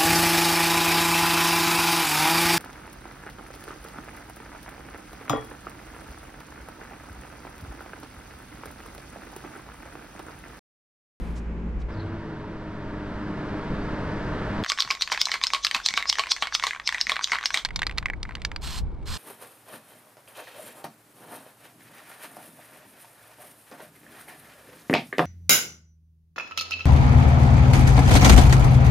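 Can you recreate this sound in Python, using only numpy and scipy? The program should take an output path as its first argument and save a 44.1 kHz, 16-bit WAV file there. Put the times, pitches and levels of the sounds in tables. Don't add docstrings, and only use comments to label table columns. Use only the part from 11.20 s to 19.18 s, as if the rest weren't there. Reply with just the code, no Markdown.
import sys
import numpy as np
from scipy import signal
from scipy.fft import rfft, irfft, next_fast_len
from scipy.io import wavfile
from scipy.ndimage import map_coordinates

SR = 44100
rng = np.random.default_rng(int(sys.argv[2]) if len(sys.argv) > 2 else 0)


def dump(signal):
    limited = np.clip(np.atleast_2d(signal).T, -1, 1)
    pcm = np.round(limited * 32767).astype(np.int16)
    wavfile.write(sys.argv[1], SR, pcm)


N = 351741
TIME = np.arange(N) / SR
INDOORS_FROM, INDOORS_TO = 3.431, 6.42
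CAN_LOWEST_HZ = 330


def shaken_can():
    can = dome_blows() + base_blows() + wall_blows() + grazes() + base_ring() + roll_up() + roll_down()
    can = signal.sosfilt(signal.butter(2, CAN_LOWEST_HZ, "high", fs=SR, output="sos"), can)
    fade_out = np.clip((INDOORS_TO + .04 - TIME) / .04, 0, 1)
    indoors = (TIME >= INDOORS_FROM) * fade_out
    return workshop(can + paint(), wet_db=-43.5) * indoors


# (frequency [Hz], level [dB], t60 [s])
SHELL_MODES = [(1103, -7, 0.13), (2190, -12.5, 0.032), (2227, -7, 0.083), (3530, -14, 0.0765),
               (3870, -26, 0.058), (4730, -26, 0.039), (4700, -25.5, .05), (5180, -6.5, 0.078)]
# (time [s], level [dB], brightness [dB], main resonance [Hz])
DOME_HITS = [(3.4998, -17.5, 6.5, 1070), (3.6044, -15, 27, 1130.0), (3.8209, -17, 15, 1080),
             (3.8228, -18, 18, 4130), (4.015, -13, 16.5, 5250), (4.2378, -14, 16.5, 1070),
             (4.4481, -14.5, 9.5, 5250), (4.6617, -13.5, 19.5, 1100.0), (4.8983, -13, 16.5, 5530),
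             (5.1171, -16, 18, 1080), (5.1192, -17, 16, 5340), (5.35, -15, 12.5, 1280),
             (5.6752, -16, 16, 2170), (5.8123, -15.0, 13, 5300), (6.043, -17.5, 23, 3240),
             (6.2573, -14.5, 14, 5600)]


def dome_blows():
    return blows(DOME_HITS, SHELL_MODES, chatter=.12, chatter_s=.0012, shell_db=-4,
                 splash_db=-31, splash_s=.01)


# (time [s], level [dB], brightness [dB], main resonance [Hz], base ring [dB])
BASE_HITS = [(3.7039, -19.5, -13, 2300, -25), (3.709, -18.5, 18, 2350, -25),
             (3.9183, -19, -1.5, 2130.0, -27), (3.9245, -20.5, -3, 5700, -27.5),
             (4.1165, -18.5, 6.5, 1940, -36), (4.1401, -20.5, 2, 2130.0, -27.5),
             (4.3349, -18, 10.5, 1090, -25.5), (4.3472, -20, 5.5, 2430, -23.5),
             (4.5468, -16, -2.5, 1110, -26), (4.7756, -15.5, -4, 3840, -22), (4.985, -22.5, -2, 1090, -27),
             (4.9944, -17.5, 3, 2930, -17), (5.2236, -18.0, -4.5, 3160, -21), (5.4376, -18, 4, 1090, -21.5),
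             (5.468, -20.5, 9, 2170, -28.5), (5.7451, -21, -8, 1810, -40), (5.8953, -17, 0, 2160, -34.5),
             (5.9184, -19.5, -1.5, 3800, -24), (6.1188, -17.5, -9, 2050, -30),
             (6.133, -20.5, -6, 2170, -32), (6.3426, -16, 5.5, 2220, -47), (6.3734, -19.5, 1, 3460, -34)]


def base_blows():
    return blows(BASE_HITS, SHELL_MODES, chatter=0.29, chatter_s=0.0012, shell_db=-2.5,
                 splash_db=-27.5, splash_s=0.02)


# (frequency [Hz], level [dB], t60 [s])
BASE_MODES = [(440, -23, .08), (640, -17, .07), (1040, -9, .06), (1110, 0, .063), (1190, -8, .045),
              (2270, -10, .08), (2350, -12, .07)]


def base_ring():
    return ring_out(BASE_HITS, BASE_MODES)


# (time [s], level [dB], brightness [dB], main resonance [Hz])
WALL_HITS = [(3.4378, -27.5, -0.5, 3170), (3.4462, -26.5, -2.5, 1940), (3.4624, -27.5, -7, 1710.0),
             (3.5188, -19, -5, 4700), (3.5759, -30.5, -9, 3410.0), (3.5869, -23, -14, 3500.0),
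             (3.6219, -20, 15, 1100.0), (3.6488, -33, -13, 4750.0), (3.6758, -33, -11, 5160.0),
             (3.7506, -33, -1, 1180), (3.8101, -26.5, 4, 3750), (3.8754, -28.5, -4, 1620.0),
             (3.8997, -34.5, -14, 3140.0), (3.947, -26.5, -4, 2100), (3.9756, -23.5, -9, 1560),
             (4.055, -19, 18, 5700), (4.0698, -27.5, -8.0, 5600.0), (4.0851, -29, -11, 5600.0),
             (4.0936, -30, -9.5, 1760.0), (4.1559, -28.5, -17, 4130.0), (4.2141, -29, -8, 3340),
             (4.2439, -25.5, 10, 1110), (4.2685, -18, 14.5, 5360), (4.303, -29.5, -4, 1790),
             (4.4675, -19, 6.5, 3140.0), (4.5118, -21.5, -0.5, 1830), (4.5644, -26.5, -1, 1130.0),
             (4.6004, -32, -10.5, 1450.0), (4.6866, -17, 10.0, 5750), (4.7068, -28, -5, 5630),
             (4.7388, -23.5, -2, 2020.0), (4.8042, -31, -30, 3910.0), (4.8253, -23.5, -10, 2140),
             (4.8556, -30.5, -17, 4250.0), (4.9269, -20.5, 8, 3230.0), (4.9548, -29, 2, 1770),
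             (5.0366, -25, -10, 2500), (5.0695, -29.5, -10.5, 2430), (5.089, -41, -13.5, 700),
             (5.1642, -30, -1, 1980), (5.171, -37.5, -9, 1700), (5.2711, -27.5, -12.5, 4490.0),
             (5.3239, -28.5, -15, 1640), (5.3973, -26.5, -6, 3230.0), (5.4254, -26, -8, 2070.0),
             (5.5085, -23.5, -8, 1910.0), (5.5329, -30, -5, 2020.0), (5.5477, -34, -15, 2070.0),
             (5.5619, -32.5, -19, 1490.0), (5.5983, -29.5, -16, 4020.0), (5.69, -26, -5.0, 3600.0),
             (5.6906, -19, -5, 3600.0), (5.7248, -24, -6, 1720), (5.782, -29.5, -7, 3230.0),
             (5.805, -31, -8, 1900), (5.8686, -22.5, -4.5, 1980), (5.9035, -26, -6, 1900),
             (5.9583, -28, -7, 1620.0), (5.9657, -21.5, -14, 3940), (5.9922, -26, -20, 4020.0),
             (6.0109, -30.5, -14, 1570.0), (6.0739, -31, -3, 5630), (6.097, -34, -8, 2100),
             (6.149, -25.5, -8, 3910.0), (6.1553, -24, -15, 1230.0), (6.1859, -25.5, -8, 1910.0),
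             (6.2105, -32.5, -5.5, 3600.0), (6.229, -31.5, -11, 3910.0), (6.2378, -27.5, -7, 1450.0),
             (6.3049, -26, -2, 1600), (6.3631, -30, -12, 1460)]


def wall_blows():
    return blows(WALL_HITS, SHELL_MODES, chatter=.24, chatter_s=.0011, shell_db=-3,
                 splash_db=-33, splash_s=.01)


def grazes():
    tumbles = skips(BASE_HITS, soonest_s=0.0054, latest_s=0.036,
                    level_db=-35.5, bright_db=-10.5, spread_db=2.0)
    skitters = skips(WALL_HITS, soonest_s=.004, latest_s=.022, level_db=-42, bright_db=-8, spread_db=3)
    hits = [(*row, rng.uniform(1500, 3500)) for row in [*tumbles, *skitters]]
    return blows(hits, SHELL_MODES, chatter=.4, chatter_s=.002, shell_db=-4, splash_db=-28, splash_s=.01)


def skips(hits, soonest_s, latest_s, level_db, bright_db, spread_db):
    delays = soonest_s + (latest_s - soonest_s) * rng.random(len(hits))
    times = np.array([row[0] for row in hits]) + delays
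    strengths = [level_db, bright_db] + spread_db * rng.standard_normal((len(hits), 2))
    return np.column_stack([times, strengths])


# (arrival time [s], level [dB], whistle [Hz])
ROLLS = [(3.5, -21, 4600), (3.604, -21.5, 5400), (3.821, -26.5, 3950), (4.015, -18.5, 5000),
         (4.238, -27.5, 4970), (4.448, -24.5, 6160), (4.662, -22, 5480), (4.775, -24, 4000),
         (4.898, -15.5, 5140), (5.117, -19.5, 6000), (5.35, -22, 4800), (5.675, -25, 5000),
         (5.812, -29.5, 6250), (6.043, -23.5, 5800), (6.257, -31, 6070)]


def roll_up():
    return rolling(ROLLS, swell_s=0.0096)


BASE_ROLL_DB = -18


def roll_down():
    return rolling([(s, db + BASE_ROLL_DB, 6100) for s, db, *_ in BASE_HITS], swell_s=0.014)


# (frequency [Hz], level [dB])
ROLL = [(500, -26), (2000, -17), (3100, -15), (3700, -2), (4500, -6), (5200, -3.5), (6700, -7), (7300, -23),
        (9000, -22), (10500, -45.5), (16000, -57.5)]
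WHISTLE_DB, WHISTLE_WIDTH_HZ = 7, 380
ROLL_RISE_PER_S = 1.5


def rolling(arrivals, swell_s, size=2048):
    out = np.zeros(N)
    before = np.arange(size)[::-1] / SR
    hz = np.fft.rfftfreq(size, 1 / SR)
    knots = np.linspace(0, SR / 2, 60)
    path = (before - ROLL_RISE_PER_S * before ** 2 / 2) * SR
    for s, db, pitch in arrivals:
        ripple_db = 4.5 * np.interp(hz, knots, rng.standard_normal(len(knots)))
        whistle_db = WHISTLE_DB * np.exp(-((hz - pitch) / WHISTLE_WIDTH_HZ) ** 2)
        colour = from_db(at_hz(ROLL, hz) + ripple_db + whistle_db)
        steady = rms_one(irfft(rfft(rng.standard_normal(size)) * colour))
        scrape = map_coordinates(steady, [path], mode="mirror")
        add(out, s - size / SR, from_db(db) * scrape * np.exp(-before / swell_s))
    judder_db = 2.5 * drift(350) - .7
    return out * from_db(judder_db)


# (frequency [Hz], level [dB])
BLOW = [(50, -39), (200, -21), (480, -20.5), (700, -7.5), (1000, 0), (1450, 0), (2100, 3), (2800, -0.5),
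        (4400, 0), (5400, -8), (6500, -12), (8700, -18), (10900, -34.5), (12200, -25.5), (16000, -52.5)]
SPOT_DB, SPOT_OCTAVES, SPOT_RING_DB, SPOT_T60_S = 8, .25, -11, .019
UNEVEN_DB, MODE_SPACING_HZ = 3, 170


def blow_colour_db(hz, bright_db, spot_hz, spot_db):
    treble = 1 / (1 + (2850 / (hz + 1)) ** 7) - 0.36 / (1 + (6400 / (hz + 1)) ** 12)
    spot = np.exp(-(np.log2((hz + 1) / spot_hz) / SPOT_OCTAVES) ** 2)
    crowd = np.arange(0, SR / 2, MODE_SPACING_HZ)
    uneven = np.interp(hz, crowd, rng.standard_normal(len(crowd)))
    return at_hz(BLOW, hz) + bright_db * treble + spot_db * spot + UNEVEN_DB * uneven


def blows(hits, shell, chatter, chatter_s, shell_db, splash_db, splash_s, spot_db=SPOT_DB, size=4096):
    out = np.zeros(N)
    t, hz = np.arange(size) / SR, np.fft.rfftfreq(size, 1 / SR)
    crack = int(.004 * SR)
    for s, db, bright_db, spot_hz, *_ in hits:
        colour_db = blow_colour_db(hz, bright_db, spot_hz, spot_db)
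        cepstrum = irfft(np.log(from_db(colour_db)))
        causal = np.exp(rfft(2 * cepstrum[:size // 2], size))
        grain, wash = rng.standard_normal((2, size))
        force = chatter * grain * np.exp(-t / chatter_s) * (1 - np.exp(-t / 0.00041))
        force[int(.0004 * SR)] += 1
        wash = rfft(wash * from_db(splash_db) * np.exp(-t / splash_s))
        wash = wash * from_db(4 / (1 + (6500 / (hz + 1)) ** 6))
        knock = irfft((rfft(force) + wash) * causal)
        add(out, s, from_db(db) * knock / np.sqrt(np.mean(knock[:crack] ** 2)))
        modes = [(f, level + np.interp(f, hz, colour_db) - colour_db.max(), t60)
                 for f, level, t60 in [*shell, (spot_hz, SPOT_RING_DB, SPOT_T60_S)]]
        add(out, s, from_db(db + shell_db) * ring(modes, scatter_db=4, detune=.012))
    return out


def ring(modes, scatter_db, detune, size=8192):
    t = np.arange(size) / SR
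    hz, db, t60 = np.transpose(modes)[:, :, None]
    strength = from_db(db + scatter_db * rng.standard_normal(hz.shape)) * rng.choice([-1, 1], hz.shape)
    hz = hz * (1 + detune * rng.standard_normal(hz.shape))
    return np.sum(strength * from_db(-60 * t / t60) * np.sin(2 * np.pi * hz * t), axis=0)


def ring_out(rows, modes):
    out = np.zeros(N)
    for s, *_, ring_db in rows:
        add(out, s, from_db(ring_db) * ring(modes, scatter_db=2, detune=.01))
    return out


# (time [s], level [dB], centre [Hz])
SLAPS = [(3.515, -45, 280), (3.648, -39, 165), (4.558, -43, 205), (4.704, -46, 160), (4.736, -44, 210),
         (5.226, -43.5, 270), (5.467, -50.5, 280), (5.866, -44, 220), (6.119, -41.5, 170)]
SLAP_ATTACK_S, SLAP_DECAY_S = .003, 0.01
# (frequency [Hz], level [dB])
SLOSH = [(40, -11.5), (150, -1), (270, -2), (350, -3.5), (450, 2.5), (530, -9), (630, 7.5), (800, 2.5),
         (1500, -21), (6000, -79.5)]
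SLOSH_DB, SLOSH_LAG_S, SLOSH_S = -57, .012, .035


def paint(size=4096):
    first_db = BASE_HITS[0][1]
    surges = [(s + SLOSH_LAG_S, SLOSH_S, SLOSH_DB + db - first_db) for s, db, *_ in BASE_HITS]
    out = swells(surges) * noise(SLOSH)
    t = np.arange(size) / SR
    envelope = (1 - np.exp(-t / SLAP_ATTACK_S)) * np.exp(-t / SLAP_DECAY_S)
    for s, db, hz in SLAPS:
        band = signal.butter(2, [.7 * hz, 1.4 * hz], "band", fs=SR, output="sos")
        body = signal.sosfilt(band, rng.standard_normal(2 * size))[size:]
        add(out, s, from_db(db) * rms_one(body) * envelope)
    return out


# (frequency [Hz], t60 [s])
ROOM_T60 = [(200, 0.56), (1000, 0.31), (4000, 0.23), (9000, 0.46), (16000, 0.27)]


def workshop(x, wet_db, size=16384, count=5):
    t, hz = np.arange(size) / SR, np.fft.rfftfreq(size, 1 / SR)
    white = rfft(rng.standard_normal((count, 2, size)))
    response = 0
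    edges = np.geomspace(100, SR / 2, 9)
    for low, high in zip(edges, edges[1:]):
        centre = np.sqrt(low * high)
        mid_db = at_hz([(8000, 0), (13000, 3)], centre)
        side_db = at_hz([(4000, -8), (8000, -3), (13000, 3)], centre)
        band = irfft(white * ((hz >= low) & (hz < high)))
        response = response + from_db([[mid_db], [side_db]]) * band * from_db(-60 * t / at_hz(ROOM_T60, centre))
    response = from_db(wet_db) * response * (t > .004)
    place = TIME * 11 % count
    mid_side = 0
    for k in range(count):
        closeness = np.clip(1 - abs((place - k + 1) % count - 1), 0, 1)
        here = (x * np.sqrt(closeness))[None]
        mid_side = mid_side + signal.oaconvolve(here, response[k], axes=1)[:, :N]
    mid, side = mid_side
    return x + mid + side * np.array([[1], [-1]])


# (frequency [Hz], balance [dB])
PORT_BALANCE = [(100, 0), (6000, 0), (9000, -.6), (11000, -5), (13000, -6.5), (16000, -4)]
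# (frequency [Hz], phase [rad])
PORT_PHASE = [(100, 0), (10500, 0), (12200, -.8), (13600, -1.1), (16000, -.6)]


def ports(x):
    size = next_fast_len(N)
    hz = np.fft.rfftfreq(size, 1 / SR)
    half = np.array([[.5], [-.5]])
    balance = from_db(half * at_hz(PORT_BALANCE, hz))
    lead = np.exp(1j * half * at_hz(PORT_PHASE, hz))
    return irfft(rfft(x, size) * balance * lead, size)[:, :N]


# (time [s], level [dB], brightness [dB], clink [dB])
SWIRL_HITS = [(6.4494, -19.5, 5.5, -26), (6.4577, -30, -3, -42), (6.4876, -36.5, -7, -36),
              (6.5066, -35, -9, -37), (6.5601, -21.5, 11, -24), (6.592, -28, -2, -41),
              (6.6187, -21, -9.5, -25), (6.6305, -23, -8, -45), (6.6675, -22, -1.5, -38),
              (6.6956, -31.5, -11, -45), (6.7115, -34, -7.5, -38), (6.7235, -45, -11, -46),
              (6.7761, -31.5, -7.5, -45), (6.7826, -21, 0, -41), (6.8272, -34.5, -15, -43),
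              (6.8578, -23, -8, -16.5), (6.866, -40, -19, -37), (6.8846, -40, -22, -31),
              (6.9002, -31, -17.5, -17), (6.9347, -37, -17, -21.5), (7.03, -30, 9, -35),
              (7.0527, -38, -20, -30.5), (7.0915, -35, -20, -34), (7.1091, -38, -22, -45),
              (7.1215, -45, -17, -39), (7.1527, -30, 0.5, -40), (7.169, -45, -18, -41),
              (7.182, -52, -17, -42), (7.2183, -40, 0, -40), (7.2495, -21.5, 4, -42),
              (7.3162, -33, -14, -48), (7.3617, -31, -1, -53)]
# (frequency [Hz], level [dB], t60 [s])
GRIPPED_MODES = [(1000, -18, 0.027), (1610, -4, 0.015), (2340, 8, 0.02), (3600, -6, 0.016),
                 (4830, 9, 0.022), (8250, 12, 0.014)]
# (frequency [Hz], level [dB], t60 [s])
CLINK_MODES = [(2027, 0, .015), (2240, -11, .035)]


def swirled_can():
    rebounds = [(s + rng.uniform(.0015, .0035), db - 7, bright_db - 2, clink_db)
                for s, db, bright_db, clink_db in SWIRL_HITS]
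    hits = [(s, db, bright_db, np.interp(bright_db, [-10, 3], [1700, 6000]))
            for s, db, bright_db, _ in SWIRL_HITS + rebounds]
    clicks = blows(hits, GRIPPED_MODES, chatter=.25, chatter_s=.0011, shell_db=-11,
                   splash_db=-37, splash_s=.009, spot_db=4)
    clinks = ring_out(SWIRL_HITS, CLINK_MODES)
    return (clicks + clinks + circling_ball()) * from_db([[-.7], [.7]])


# (time [s], level [dB])
CIRCLING = [(6.42, -48), (6.47, -71), (6.54, -58), (6.6, -63), (6.73, -63), (6.8, -64), (6.98, -67),
            (7.09, -63), (7.2, -63), (7.29, -63), (7.42, -67)]
# (frequency [Hz], level [dB])
CIRCLING_COLOUR = [(500, -25), (1400, -8), (2020, -5), (2240, 7), (2520, -6), (3800, -6), (4800, -12),
                   (6500, -20), (9000, -20), (16000, -60)]


def circling_ball():
    circling_db, = in_time(CIRCLING)
    grit_db = 3 * drift(90)
    return (TIME > INDOORS_TO) * from_db(circling_db + grit_db) * noise(CIRCLING_COLOUR)


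# (start time [s], end time [s])
SPRAY = [(7.41, 7.588), (7.852, 8.1)]
# (frequency [Hz], level [dB])
JET = [(400, -21), (750, -4), (1050, 0), (1600, 0), (2100, -4), (2800, 0), (4400, -1), (6000, -7),
       (7500, -5.5), (8400, -9.5), (9600, -15), (12500, -13), (15000, -24), (16000, -45)]
# (frequency [Hz], width [Hz], lift [dB])
NOZZLE = [(1030, 170, 6), (2830, 160, 1), (3330, 220, 2), (4200, 300, 7), (5200, 450, 5), (8600, 1000, 6)]
SPRAY_DB, VALVE_OPENS_S, VALVE_SHUTS_S = -39, 0.031, 0.011


def spray():
    valve = 0
    for start, end in SPRAY:
        opening = np.clip((TIME - start) / VALVE_OPENS_S, 0, 1)
        valve = valve + opening * np.exp(-np.maximum(TIME - end, 0) / VALVE_SHUTS_S)
    hz = np.geomspace(100, SR / 2, 400)
    lift_db = sum(db / (1 + (2 * (hz - f) / width) ** 2) for f, width, db in NOZZLE)
    hiss = wide_noise(np.column_stack([hz, at_hz(JET, hz) + lift_db]), side_db=-16.0)
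    flutter_db = 1.4 * drift(110) + 1.8 * drift(400)
    return valve * from_db(SPRAY_DB + flutter_db) * hiss * from_db([[-1.5], [1.5]])


# (time [s], level [dB])
TRAFFIC = [(0.8, -43), (1.39, -44), (2.46, -37.5), (3.15, -35.5), (3.38, -34.5)]
# (frequency [Hz], level [dB])
TYRES = [(260, -28), (450, -4), (534, -6.5), (617, 0.5), (762, -11.5), (929, -2.5), (1070, -7),
         (1310, -6.5), (1450, -7), (1750, -7.5), (1850, -10.5), (2430, -18), (4820, -27.5), (7500, -42),
         (9200, -42.5), (10500, -63), (13600, -94)]
TRAFFIC_FROM = .68
RUMBLE_OVER_TYRES_DB = 5


def approaching_vehicle():
    tyres_db, = in_time(TRAFFIC)
    nearness_db = tyres_db - np.mean([db for _, db in TRAFFIC])
    air = open_air(TYRES, breeze_db=-46.5, rumble_db=tyres_db + RUMBLE_OVER_TYRES_DB, tyres_db=tyres_db,
                   wind_side_db=-14.5, tyres_side_db=-14.5)
    return from_right(air + engine(nearness_db, waver=0.00945, flutter_db=2.5), lag_s=.000058)


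# (multiple of the firing rate, level [dB])
ENGINE_ORDERS = [(1, 1.5), (1.43, -1), (2, 1), (3, 3), (4, -5), (6, -11.5), (9, -12)]
ENGINE_START_HZ, SAG_HZ_PER_S, ENGINE_CRUISE_HZ = 111.63, 10, 101.54
ENGINE_DB, ENGINE_FOLLOWS = -41.5, 0.45


def engine(nearness_db, waver, flutter_db):
    hz = np.maximum(ENGINE_START_HZ - SAG_HZ_PER_S * (TIME - TRAFFIC_FROM), ENGINE_CRUISE_HZ)
    level_db = ENGINE_DB + ENGINE_FOLLOWS * nearness_db
    phase = 2 * np.pi * np.cumsum(hz * (1 + waver * drift(8.87))) / SR
    return sum(from_db(level_db + db + flutter_db * drift(7.9)) * np.sin(k * phase)
               for k, db in ENGINE_ORDERS)


# (time [s], length [s], level [dB])
BIRD = [(.74, 0.018, -54), (.775, .008, -55), (.805, 0.02, -50.5), (.84, .04, -62)]
BIRD_FROM, BIRD_START_HZ, BIRD_END_HZ, BIRD_GLIDE_S = .72, 5240, 4060, 0.033


def bird(warble):
    fall = np.exp(-np.maximum(TIME - BIRD_FROM, 0) / BIRD_GLIDE_S)
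    hz = BIRD_END_HZ + (BIRD_START_HZ - BIRD_END_HZ) * fall
    phase = 2 * np.pi * np.cumsum(hz * (1 + warble * drift(118))) / SR
    hoarse = drift(260) * np.sin(phase) + drift(260) * np.cos(phase)
    return swells(BIRD) * .7 * hoarse


# (time [s], length [s], level [dB], strongest [Hz])
RUSTLES = [(0.04, 0.14, -53.5, 13000), (0.176, 0.02, -50, 6700), (0.609, 0.015, -59.5, 6000),
           (0.622, 0.0051, -54.5, 4000)]
# (frequency [Hz], level [dB])
RUSTLE = [(1000, 8), (3500, 0), (7000, -10), (10000, -13), (13000, -30), (16000, -19.5)]
RUSTLE_LIFT_DB, RUSTLE_OCTAVES = 11, 0.49


def rustles():
    hz = np.geomspace(100, SR / 2, 60)
    out = 0
    for s, length, db, centre in RUSTLES:
        lift_db = RUSTLE_LIFT_DB * np.exp(-(np.log2(hz / centre) / RUSTLE_OCTAVES) ** 2)
        swish = wide_noise(np.column_stack([hz, at_hz(RUSTLE, hz) + lift_db]), side_db=-9.0)
        out = out + swells([(s, length, db)]) * swish
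    return out


# (start time [s], end time [s], pitch [Hz], level [dB])
DRONES = [(-.1, 0.79, 57.3, -29.5), (-.1, 0.58, 174, -37), (-.1, .65, 226, -43), (.15, 0.56, 398.5, -46.5),
          (.66, 1.07, 94.6, -31)]


def drones(waver):
    out = np.zeros(N)
    for start, end, hz, db in DRONES:
        gate = np.clip(np.minimum(TIME - start, end - TIME) / 0.13, 0, 1)
        level = from_db(db + 1.2 * drift(3))
        phase = 2 * np.pi * np.cumsum(hz * (1 + waver * drift(3))) / SR
        out += gate * level * np.sin(phase)
    return out


# (frequency [Hz], level [dB])
HUSH = [(260, -26), (450, -11), (700, -19.5), (1000, -17), (1500, -19.5), (2400, -23.5), (3800, -38.5),
        (7200, -46.5), (12000, -70), (16000, -100)]


def calm_roof():
    return open_air(HUSH, breeze_db=-39.5, rumble_db=-39.5, tyres_db=-49.0 - 4.5 * TIME,
                    wind_side_db=-8.0, tyres_side_db=-3)


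# (frequency [Hz], level [dB])
LATE_HUSH = [(260, -30), (450, -6), (600, -9.5), (880, -6.5), (1500, -15.5), (3000, -41), (6000, -55),
             (9200, -58), (11000, -78), (16000, -100)]
TYRES_EBB_DB_PER_S, RUMBLE_GROWS_DB_PER_S = 1.5, 2


def late_roof(back_s):
    return open_air(LATE_HUSH, breeze_db=-38.0, rumble_db=-49.5 + RUMBLE_GROWS_DB_PER_S * back_s,
                    tyres_db=-53.5 - TYRES_EBB_DB_PER_S * back_s, wind_side_db=-3.0, tyres_side_db=-8.0)


# (frequency [Hz], level [dB])
WIND = [(12, -2), (30, 2), (55, 4.5), (90, -5), (150, -9.5), (300, -24.5), (800, -64), (4000, -120)]
# (time [s], length [s], level [dB])
GUSTS = [(.03, 0.1, -30.5), (.6, 0.082, -34.5), (6.55, 0.038, -37), (7.63, 0.1, -30.5),
         (7.92, 0.038, -32.5)]
# (frequency [Hz], level [dB])
RUMBLE = [(50, 0), (100, -8), (150, 0), (220, -2.5), (320, -5), (450, -10), (650, -17.5), (1000, -18.5),
          (2500, -83), (6000, -120)]


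def open_air(tyres, breeze_db, rumble_db, tyres_db, wind_side_db, tyres_side_db):
    lumps_db, surges_db = 1.4 * drift(9), 1.0 * drift(14)
    wind_level = np.hypot(from_db(breeze_db), swells(GUSTS)) * from_db(lumps_db)
    wind = wind_level * wide_noise(WIND, side_db=wind_side_db)
    rumble = from_db(rumble_db + surges_db) * wide_noise(RUMBLE, side_db=-23.5)
    return wind + rumble + from_db(tyres_db) * wide_noise(tyres, side_db=tyres_side_db)


# (frequency [Hz], level [dB])
ROOM_TONE = [(15, -9.5), (35, -9.5), (50, 3.5), (70, -9), (150, -14.5), (400, -16.5), (1500, -16),
             (8000, -38), (16000, -46)]


def room_tone():
    return from_db(-55) * wide_noise(ROOM_TONE, side_db=-20)


def from_right(x, lag_s):
    size = next_fast_len(N)
    angle = np.minimum(2 * np.pi * np.fft.rfftfreq(size, 1 / SR) * lag_s, np.pi / 2)
    left = irfft(rfft(x[0], size) * np.exp(-1j * angle), size)[:N]
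    return np.array([left, x[1]])


def from_db(db):
    return 10 ** (np.asarray(db) / 20)


def rms_one(x):
    return x / np.sqrt(np.mean(x ** 2) + 1e-20)


def in_time(rows):
    s, *columns = np.transpose(rows)
    return [np.interp(TIME, s, c) for c in columns]


def at_hz(points, hz):
    f, value = np.transpose(points)
    return np.interp(np.log(np.maximum(hz, 1)), np.log(f), value)


def add(out, s, sound):
    i = max(int(s * SR), 0)
    out[i:i + len(sound)] += sound[:N - i]


def swells(rows):
    return sum(from_db(db) * np.exp(-((TIME - s) / length) ** 2) for s, length, db in rows)


def noise(spectrum):
    size = next_fast_len(N)
    colour = from_db(at_hz(spectrum, np.fft.rfftfreq(size, 1 / SR)))
    return rms_one(irfft(rfft(rng.standard_normal(size)) * colour, size)[:N])


def wide_noise(spectrum, side_db):
    return noise(spectrum) + from_db(side_db) * noise(spectrum) * np.array([[1], [-1]])


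def drift(rate):
    r = np.exp(-80 * np.pi * rate / SR)
    slow = signal.lfilter([1], [1, -2 * r, r * r], rng.standard_normal(N // 40 + 2002))[2000:]
    return np.interp(np.arange(N) / 40, np.arange(len(slow)), rms_one(slow))


def scene():
    early = TIME < INDOORS_FROM
    traffic = np.clip((TIME - TRAFFIC_FROM) / .01, 0, 1)
    back_s = np.maximum(TIME - INDOORS_TO, 0)
    late = np.minimum(back_s / 0.11, 1)
    can = ports(shaken_can()) + from_right(swirled_can(), lag_s=.000034)
    can = can + from_right(spray(), lag_s=.000012)
    roof = (1 - traffic) * calm_roof() + traffic * approaching_vehicle()
    roof = roof + bird(warble=0.0366) + rustles() + drones(waver=0.013)
    return early * roof + ~early * (1 - late) * room_tone() + late * late_roof(back_s) + can


CUTOFF_HZ = 15400


def record(dry):
    rounded = 1.5 * np.tanh(dry / 1.5)
    return signal.sosfilt(signal.ellip(10, .1, 90, CUTOFF_HZ, fs=SR, output="sos"), rounded)


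dry = scene()
out = record(dry)
dump(out)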